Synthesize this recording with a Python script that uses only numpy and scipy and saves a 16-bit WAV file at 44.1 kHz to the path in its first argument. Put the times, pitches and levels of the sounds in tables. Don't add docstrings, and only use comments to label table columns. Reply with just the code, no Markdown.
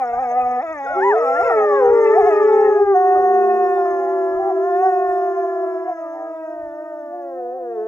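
import sys
import numpy as np
from scipy import signal
from scipy.fft import rfft, irfft, next_fast_len
from scipy.io import wavfile
from scipy.ndimage import uniform_filter1d

SR = 44100
rng = np.random.default_rng(int(sys.argv[2]) if len(sys.argv) > 2 else 0)


def ratio_of_db(decibels):
    return 10 ** (np.asarray(decibels, float) / 20)


def put_to_file(sound):
    columns = np.atleast_2d(sound).T
    safe = np.clip(columns, -1, 1)
    whole_steps = np.round(safe * 32767)
    wavfile.write(sys.argv[1], SR, whole_steps.astype(np.int16))


N = 347067


def evened(x):
    return x / np.sqrt(np.mean(x ** 2) + 1e-20)


def read(points, hz):
    f, value = np.transpose(points)
    return np.interp(np.log(hz + 1), np.log(f + 1), value)


def coloured(x, level_db):
    size = next_fast_len(x.shape[-1])
    gain = ratio_of_db(level_db(np.fft.rfftfreq(size, 1 / SR)))
    return irfft(rfft(x, size) * gain, size)[..., :x.shape[-1]]


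def drift(count, hz):
    span = max(int(SR / hz), 1)
    x = rng.standard_normal(count)
    for _ in range(2):
        x = uniform_filter1d(x, span, mode="wrap")
    return evened(x)


def unrolled(rows, leaps, point):
    s, *columns = np.transpose(rows)
    start = round(s[0] * SR)
    t = np.arange(start, min(round(s[-1] * SR), N)) / SR
    hz, effort_db, *rest = [np.interp(t, s, c) for c in columns]
    for at, leap_hz, rise, fall, push_db in leaps:
        shape = np.exp(-(abs(t - at) / np.where(t < at, rise, fall)) ** point)
        hz = hz + leap_hz * shape
        effort_db = effort_db + push_db * shape
    return start, [uniform_filter1d(c, 600, mode="nearest") for c in [hz, effort_db, *rest]]


# (frequency [Hz], width [Hz], level over the throat's last point [dB])
MUZZLE = [(2531, 95, 11.5), (3560, 47, 3.5), (5335, 380, 0), (6286, 100, 3), (6770, 1200, -6.5)]


def tract(throat, hz):
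    top_hz, top_db = throat[-1]
    grid = np.arange(0, SR / 2, 10)
    low = ratio_of_db(read(throat, grid) - 39 * np.log2(np.maximum(grid / top_hz, 1)))
    high = sum(ratio_of_db(top_db + db) / (1 + (2 * (grid - f) / width) ** 2) for f, width, db in MUZZLE)
    return np.interp(hz, grid, 20 * np.log10(low + high))


def voice(start, hz, level_db, throat, jitter, shimmer_db, breath_db, murk, hoarse=0):
    top_hz = 9000
    tone, air, count = np.zeros(N), np.zeros(N), len(hz)
    call = slice(start, start + count)
    turns = np.cumsum(hz * (1 + jitter * (1 + 14 * hoarse) * drift(count, 90))) / SR
    since = np.arange(count) + N * (start == 0)
    until = np.arange(count)[::-1] + N * (start + count >= N)
    edge = np.clip(np.minimum(since, until) / 900, 0, 1)
    quick, slow, eddies = drift(count, 40), drift(count, 7), drift(count, 500)
    power = 0
    for k in range(1, int(top_hz / hz.min())):
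        partial_hz = k * hz
        gain = edge * ratio_of_db(level_db(k)) * (partial_hz < top_hz)
        shift = rng.integers(count)
        blur = np.clip(((partial_hz - 2000) / 2500).clip(0) ** 2 + hoarse * k / 12, 0, murk)
        swing = np.sqrt(1 - blur) + np.sqrt(blur) * np.roll(eddies, shift)
        shimmer = shimmer_db * np.sqrt(min(k, 9)) * np.roll(quick, shift)
        mid_weight = np.clip(partial_hz / 1500 - .7, 0, 1) * np.clip(2 - partial_hz / 3000, .3, 1)
        wander_db = shimmer + 5 * murk * mid_weight * np.roll(slow, shift)
        wave = np.cos(2 * np.pi * (k * turns + rng.random()))
        tone[call] += np.sqrt(2) * gain * ratio_of_db(wander_db) * swing * wave
        power = power + gain ** 2
    puffs = (0.4 + np.exp(-(turns % 1) / 0.42)) * rng.standard_normal(count)
    air[call] = np.sqrt(power) * ratio_of_db(14 * hoarse) * puffs
    breath = coloured(air, lambda f: tract(throat, f) + 1.7 * np.log2(np.maximum(f / 1500, 1)))
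    return tone + ratio_of_db(breath_db) * breath


# (time [s], resting pitch [Hz], effort [dB], brightness about the throat peak [dB per octave])
WAVERING = [
    [(0.0, 234.3, -24, 2.5), (.6, 245.1, -20.5, 1), (.9, 274.4, -22, 2), (1.3, 256.7, -19, 2.5),
     (1.88, 258.8, -21, 1.5), (1.95, 292.3, -17.5, 1.5), (2.13, 282.5, -16.5, 2.5), (2.7, 263.9, -22, 1.5),
     (2.83, 406, -30, 1)],
    [(3.0, 232, -29.5, 1), (3.55, 229, -33, -6), (3.8, 260, -28, -1), (4.3, 283.2, -27.5, -0.5),
     (4.6, 314, -27.5, -3.5), (5.8, 324.4, -31.5, -1), (6.12, 298, -28, -0.5), (6.5, 327.8, -30, -6),
     (7.87, 356.4, -36, -15.5)],
]
# (time [s], leap [Hz], rise [s], fall [s], push [dB])
YODELS = [(0.0, 37, 0.022, .04, 4), (0.209, 27.6, 0.022, .04, 1.5), (0.369, 9.3, 0.022, 0.073, 0.5),
          (0.499, 4, .08, .08, 0.5), (.635, 90, .018, .08, 0.5), (.715, 35, 0.028, .07, 2.5),
          (1.169, 109, 0.036, .05, 2), (1.46, 285, .055, 0.059, 10), (1.678, 40, 0.018, .035, -4),
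          (1.769, 24, .025, .05, 2), (2.03, 11, 0.031, .04, -0.5), (2.195, 113, .045, .03, 0),
          (2.275, 85, .045, 0.049, 3), (2.382, 32, .05, 0.094, 3)]
# (time [s], leap [Hz], rise [s], fall [s], push [dB])
LATE_YODELS = [(3.01, 137.5, .03, .1, -1), (3.169, 63, .04, .03, 10.5), (3.758, -5, .12, .06, -11),
               (3.869, 69.5, .025, .06, 3), (4.15, 13, 0.039, 0.027, 1.5), (4.406, 85.5, .035, .09, 1),
               (4.494, 62.5, .06, .035, 6.5), (4.669, 19.5, .035, .06, -0.5), (4.801, 45, .1, .3, 2.5),
               (5.332, 21, .04, .2, 3), (5.885, 49, .045, 0.078, 8.5), (6.55, 10, 0.077, .08, 0),
               (7.051, -7, .2, 0.076, -1), (7.148, 13, 0.033, 0.089, 1), (7.392, 16.5, .03, .04, 1),
               (7.57, 26.5, 0.061, 0.022, 0), (7.86, -19, 0.025, 0.043, -4)]
TURNED_DB = (-3, -11)
# (time [s], hoarseness [0-1])
HOARSE = [(1.351, 0.02), (1.472, .25), (1.58, 0.03), (3.501, 0.06), (3.618, 0.3), (3.839, 0.6),
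          (3.921, 0.15), (4.5, 0.05), (4.62, 0)]
# (frequency [Hz], level [dB])
WAVERING_THROAT = [(220.0, -18.5), (330.0, -19.5), (480.0, -8), (600.0, -14), (700.0, -0.6), (770.0, 4.5),
                   (860.0, -15), (1000.0, -25.5), (1250.0, -13), (1500.0, -36.5), (1770.0, -23),
                   (2200.0, -32), (2800.0, -53.5)]


def wavering_wolf():
    rush_hz_per_s, rush_db = 3500, 6
    out = np.zeros(N)
    for rows, leaps, turned_db in zip(WAVERING, (YODELS, LATE_YODELS), TURNED_DB):
        start, (hz, effort_db, bright_db) = unrolled(rows, leaps, point=1.4)
        hoarse = np.interp((start + np.arange(len(hz))) / SR, *np.transpose(HOARSE))
        dull_db = 0.51 * np.minimum(effort_db + 31.0, 0)
        rushed = np.clip(abs(np.gradient(hz)) * SR / rush_hz_per_s, 0, 1)

        def level_db(k):
            octaves_up = np.log2(k * hz / 1000)
            unfilled_db = rush_db * rushed * np.exp(-((k * hz - 760) / 90) ** 2)
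            bright = bright_db * np.log2(k * hz / 800)
            lost = dull_db * np.clip(octaves_up, 0, 1) + turned_db * np.clip(octaves_up, 0, .7)
            return effort_db + tract(WAVERING_THROAT, k * hz) - unfilled_db + bright + lost

        out += voice(start, hz, level_db, WAVERING_THROAT, jitter=.003, shimmer_db=1.18,
                     breath_db=-14.5, murk=0.75, hoarse=hoarse)
    return out


# (frequency [Hz], level [dB])
THROAT = [(210, -19), (300, 1), (800, 5.5), (1200, 0.5), (1500, -3), (1800, -2.5), (2200, -31.5),
          (2800, -36)]


def steady_wolf(rows, swells, point, mouth_db, roll_db, breath_db):
    mouth_width_hz = 168
    start, (hz, effort_db, mouth, tilt_db) = unrolled(rows, swells, point)

    def level_db(k):
        lift_db = mouth_db / (1 + ((k - mouth) * hz / mouth_width_hz) ** 2)
        tilt = tilt_db * np.log2(np.maximum(min(k, 4) / mouth, 1))
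        roll = roll_db * np.log2(max(k / 3, 1))
        return effort_db + tract(THROAT, k * hz) + lift_db + tilt + roll

    return voice(start, hz, level_db, THROAT, jitter=0.0029, shimmer_db=0.86,
                 breath_db=breath_db, murk=0.15)


# (time [s], pitch [Hz], effort [dB], partial the mouth is tuned to, tilt [dB per octave])
HOLDING = [(.83, 199, -68.5, 1.6, -15.5), (.92, 313.5, -63.5, 2.0, -7.5), (.97, 380.3, -56.5, 1.0, 11.5),
           (1.07, 392, -49.5, 1.0, -19.5), (1.25, 486, -55.5, 1.0, -5.5), (1.36, 496, -61.5, 1.0, -3),
           (1.5, 476, -56, 1.0, 19), (1.58, 426, -49.5, 1.0, 12.5), (1.72, 410.8, -52.5, 1.0, 7),
           (2.95, 392, -52.5, 1.0, 0.5), (3.5, 395.2, -51.5, 1.0, 2), (4.4, 375.4, -56, 1.0, 0.5),
           (4.65, 385.7, -53, 1.0, 0), (5.4, 385.8, -55, 1.0, 4), (5.8, 372, -59.5, 1.0, 4.5),
           (5.9, 375, -69.5, 1.0, 8)]


def holding_wolf():
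    return steady_wolf(HOLDING, [], point=1.9, mouth_db=32, roll_db=-21, breath_db=-43.5)


# (time [s], pitch [Hz], effort [dB], partial the mouth is tuned to, tilt [dB per octave])
YELPING = [
    (.845, 678.6, -37.5, 1.8, 0),
    (1.19, 633, -32, 1.7, -1.5),
    (1.39, 695, -28, 1.7, 2.5),
    (1.6, 642, -31.5, 1.7, 2),
    (1.78, 544.4, -30, 1.4, 1.5),
    (1.84, 482, -32, 1.0, -3.5),
    (2.04, 449.7, -31.5, 1.0, -2.5),
    (2.24, 426.8, -34.5, 1.0, 0.5),
    (2.955, 397.8, -32.5, 1.2, -1.5),
]
# (time [s], leap [Hz], rise [s], fall [s], push [dB])
YELP_SWELLS = [
    (.852, 120, .02, .015, -5),
    (0.908, 65, .025, .035, 1),
    (1.075, 344.5, .062, .057, 14),
    (2.58, 20, .16, .22, 1.5),
    (2.96, -21.5, .03, .03, -2.5),
]


def yelping_wolf():
    return steady_wolf(YELPING, YELP_SWELLS, point=2.9, mouth_db=15.5, roll_db=0, breath_db=-23.5)


# (time [s], pitch [Hz], effort [dB], partial the mouth is tuned to, tilt [dB per octave])
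SINKING = [
    (2.935, 367.9, -34.5, 2.0, -3),
    (3.7, 360.3, -34, 1.7, -3.5),
    (3.95, 348.5, -39, 1.81, -1.5),
    (4.55, 335.8, -40.5, 1.7, -3),
    (4.95, 363.1, -38, 1.95, -1.5),
    (5.95, 330.3, -43, 1.65, -4),
    (7.2, 289, -52.5, 1.9, -2.5),
    (7.45, 245.2, -46, 2.0, -14.5),
    (7.87, 220.2, -42, 2.0, -16),
]
# (time [s], leap [Hz], rise [s], fall [s], push [dB])
SINK_SWELLS = [
    (3.249, 2, .2, 0.28, 0),
    (4.661, 8.5, .04, .08, 1.5),
    (4.859, 18.5, 0.076, 0.049, 4.5),
    (6.302, 9, .25, .15, 0),
    (6.709, -9, .08, .06, -2),
    (6.861, 8, 0.072, .15, 1.5),
    (7.58, 25, .07, .08, -3.5),
    (7.79, -9, 0.034, 0.053, 2),
]


def sinking_wolf():
    return steady_wolf(SINKING, SINK_SWELLS, point=1.9, mouth_db=14, roll_db=2.68, breath_db=-27.5)


# (start [s], length [s], from [Hz], to [Hz], level [dB])
FAR = [
    (0.0, .13, 737, 639, -25),
    (.12, 0.041, 746, 796, -23),
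    (.15, 0.069, 826, 730, -31.5),
    (.215, 0.068, 830, 685, -27.5),
    (0.303, .05, 653, 498, -28),
    (6.131, .23, 450.8, 473, -41),
    (6.118, 0.18, 756, 784, -32.5),
    (6.998, .14, 279, 211.6, -47.5),
]


def far_whines():
    out = np.zeros(N)
    for s, length, from_hz, to_hz, db in FAR:
        u = np.arange(round(length * SR)) / (length * SR)
        turns = np.cumsum(from_hz + (to_hz - from_hz) * u ** 3.3) / SR
        overtone = ratio_of_db(-12.5) * (from_hz > 690) * (s < 1)
        tone = np.sin(2 * np.pi * turns) + overtone * np.sin(2 * 2 * np.pi * turns)
        out[round(s * SR):][:len(u)] += ratio_of_db(db) * np.sin(np.pi * u ** 0.96) * tone
    return out


# (frequency [Hz], lead [radians])
PORT_LEAD = [(400, .36), (750, .42), (1100, .75), (1380, 1.3), (2200, 1.6), (5000, 1.25), (9000, .65)]
# (frequency [Hz], left minus right [dB])
PORT_TILT = [(500, 0.66), (1000, -0.5), (1700, 2.5), (2600, 3), (12000, -0.8)]


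def ports(x, tilt_db, lead):
    size = next_fast_len(N + 4096)
    hz = np.fft.rfftfreq(size, 1 / SR)
    half = ratio_of_db((read(PORT_TILT, hz) + tilt_db) / 2) * np.exp(1j * lead * read(PORT_LEAD, hz) / 2)
    return irfft(rfft(x, size) * np.array([half, 1 / half]), size)[:, :N]


# (frequency [Hz], time to fall 60 dB [s])
ECHO = [(300, 0.73), (2500, 0.57), (8000, 0.23)]


def trees(x):
    length, first, spacing = SR // 2, 400, 20
    taps = np.zeros((2, length))
    slots = np.arange(first, length - spacing, spacing)
    at = slots + rng.integers(0, spacing, (2, len(slots)))
    np.put_along_axis(taps, at, rng.choice([-1., 1.], at.shape), 1)
    taps[1] = 0.58 * taps[0] + .5 * taps[1]
    hz, t, z = signal.stft(taps, SR, nperseg=256)
    tail = signal.istft(z * ratio_of_db(-60 * t / read(ECHO, hz)[:, None]), SR, nperseg=256)[1]
    return signal.fftconvolve(x[None], tail / np.linalg.norm(tail[0]), axes=1)[:, :N]


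# (time [s], level [dB])
GUSTS = [(0.171, -42), (0.448, -45), (0.722, -56), (0.931, -51), (1.432, -50), (1.6, -51), (1.903, -41),
         (2.241, -43), (2.701, -57), (2.87, -47), (3.202, -46), (3.349, -59.5), (3.929, -57),
         (4.362, -51.5), (4.429, -53), (5.089, -56), (6.648, -54)]
# (frequency [Hz], level [dB])
WIND = [(20, -4.5), (60, 1.5), (130, -4.5), (200, -15.5), (300, -16.5), (1000, -78)]


def wind():
    t = np.arange(N) / SR
    puffs = ratio_of_db(-80) + sum(ratio_of_db(db) / (1 + ((t - s) / 0.036) ** 2) for s, db in GUSTS)
    rumble = evened(coloured(rng.standard_normal((2, N)), lambda hz: read(WIND, hz)))
    left_db = 0.7 * drift(N, 24) + 3
    right_db = 2.5 * drift(N, 14) - 11
    return rumble * puffs * ratio_of_db([left_db, right_db])


# (frequency [Hz], level [dB])
HISS = [(30, 0), (1500, -11), (4000, -17), (10000, -19), (13500, -13), (15700, -14)]


def hiss():
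    shared, apart = rng.standard_normal(N), rng.standard_normal((2, N))
    return ratio_of_db(-72) * evened(coloured(shared + 0.5 * apart, lambda hz: read(HISS, hz)))


# (left minus right [dB], share of the port lead)
PLACES = [
    (.4, 1.05),
    (-.5, .93),
    (1.1, 1.0),
    (-.7, 1.08),
    (0, 1.0),
]


def scene():
    far = far_whines()
    wolves = [wavering_wolf(), holding_wolf(), yelping_wolf(), sinking_wolf(), far]
    direct = sum(ports(wolf, *place) for wolf, place in zip(wolves, PLACES))
    echo = ratio_of_db(-22.0) * trees(sum(wolves) + 2 * far)
    return direct + echo + wind() + hiss()


def top_cut(x):
    return signal.sosfilt(signal.butter(12, 15770, fs=SR, output="sos"), x)


def record(dry):
    hz, t, z = signal.stft(dry, SR, nperseg=1024)
    middle = abs(z.mean(0)) ** 2
    patch = uniform_filter1d(middle, 6, axis=0)
    loud = middle.sum(0) ** .7
    kept = (patch > ratio_of_db(2 * -89.5) * loud) | (hz < 3300)[:, None]
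    bands, swing_db = 24, 11
    chance = np.repeat(rng.standard_normal((bands, len(t))), 3, axis=1)[:, :len(t)].clip(-4, 1)
    flutter = ratio_of_db(swing_db * chance * np.clip(loud / loud.max() * 3.5, 0, 1))
    band_of = np.arange(len(hz)) * bands // len(hz)
    kept = kept * np.where((hz > 7800)[:, None], flutter[band_of], 1)
    thinned = signal.istft(z * kept, SR, nperseg=1024)[1][:, :N]
    return top_cut(thinned)


dry = scene()
out = record(dry)
put_to_file(out)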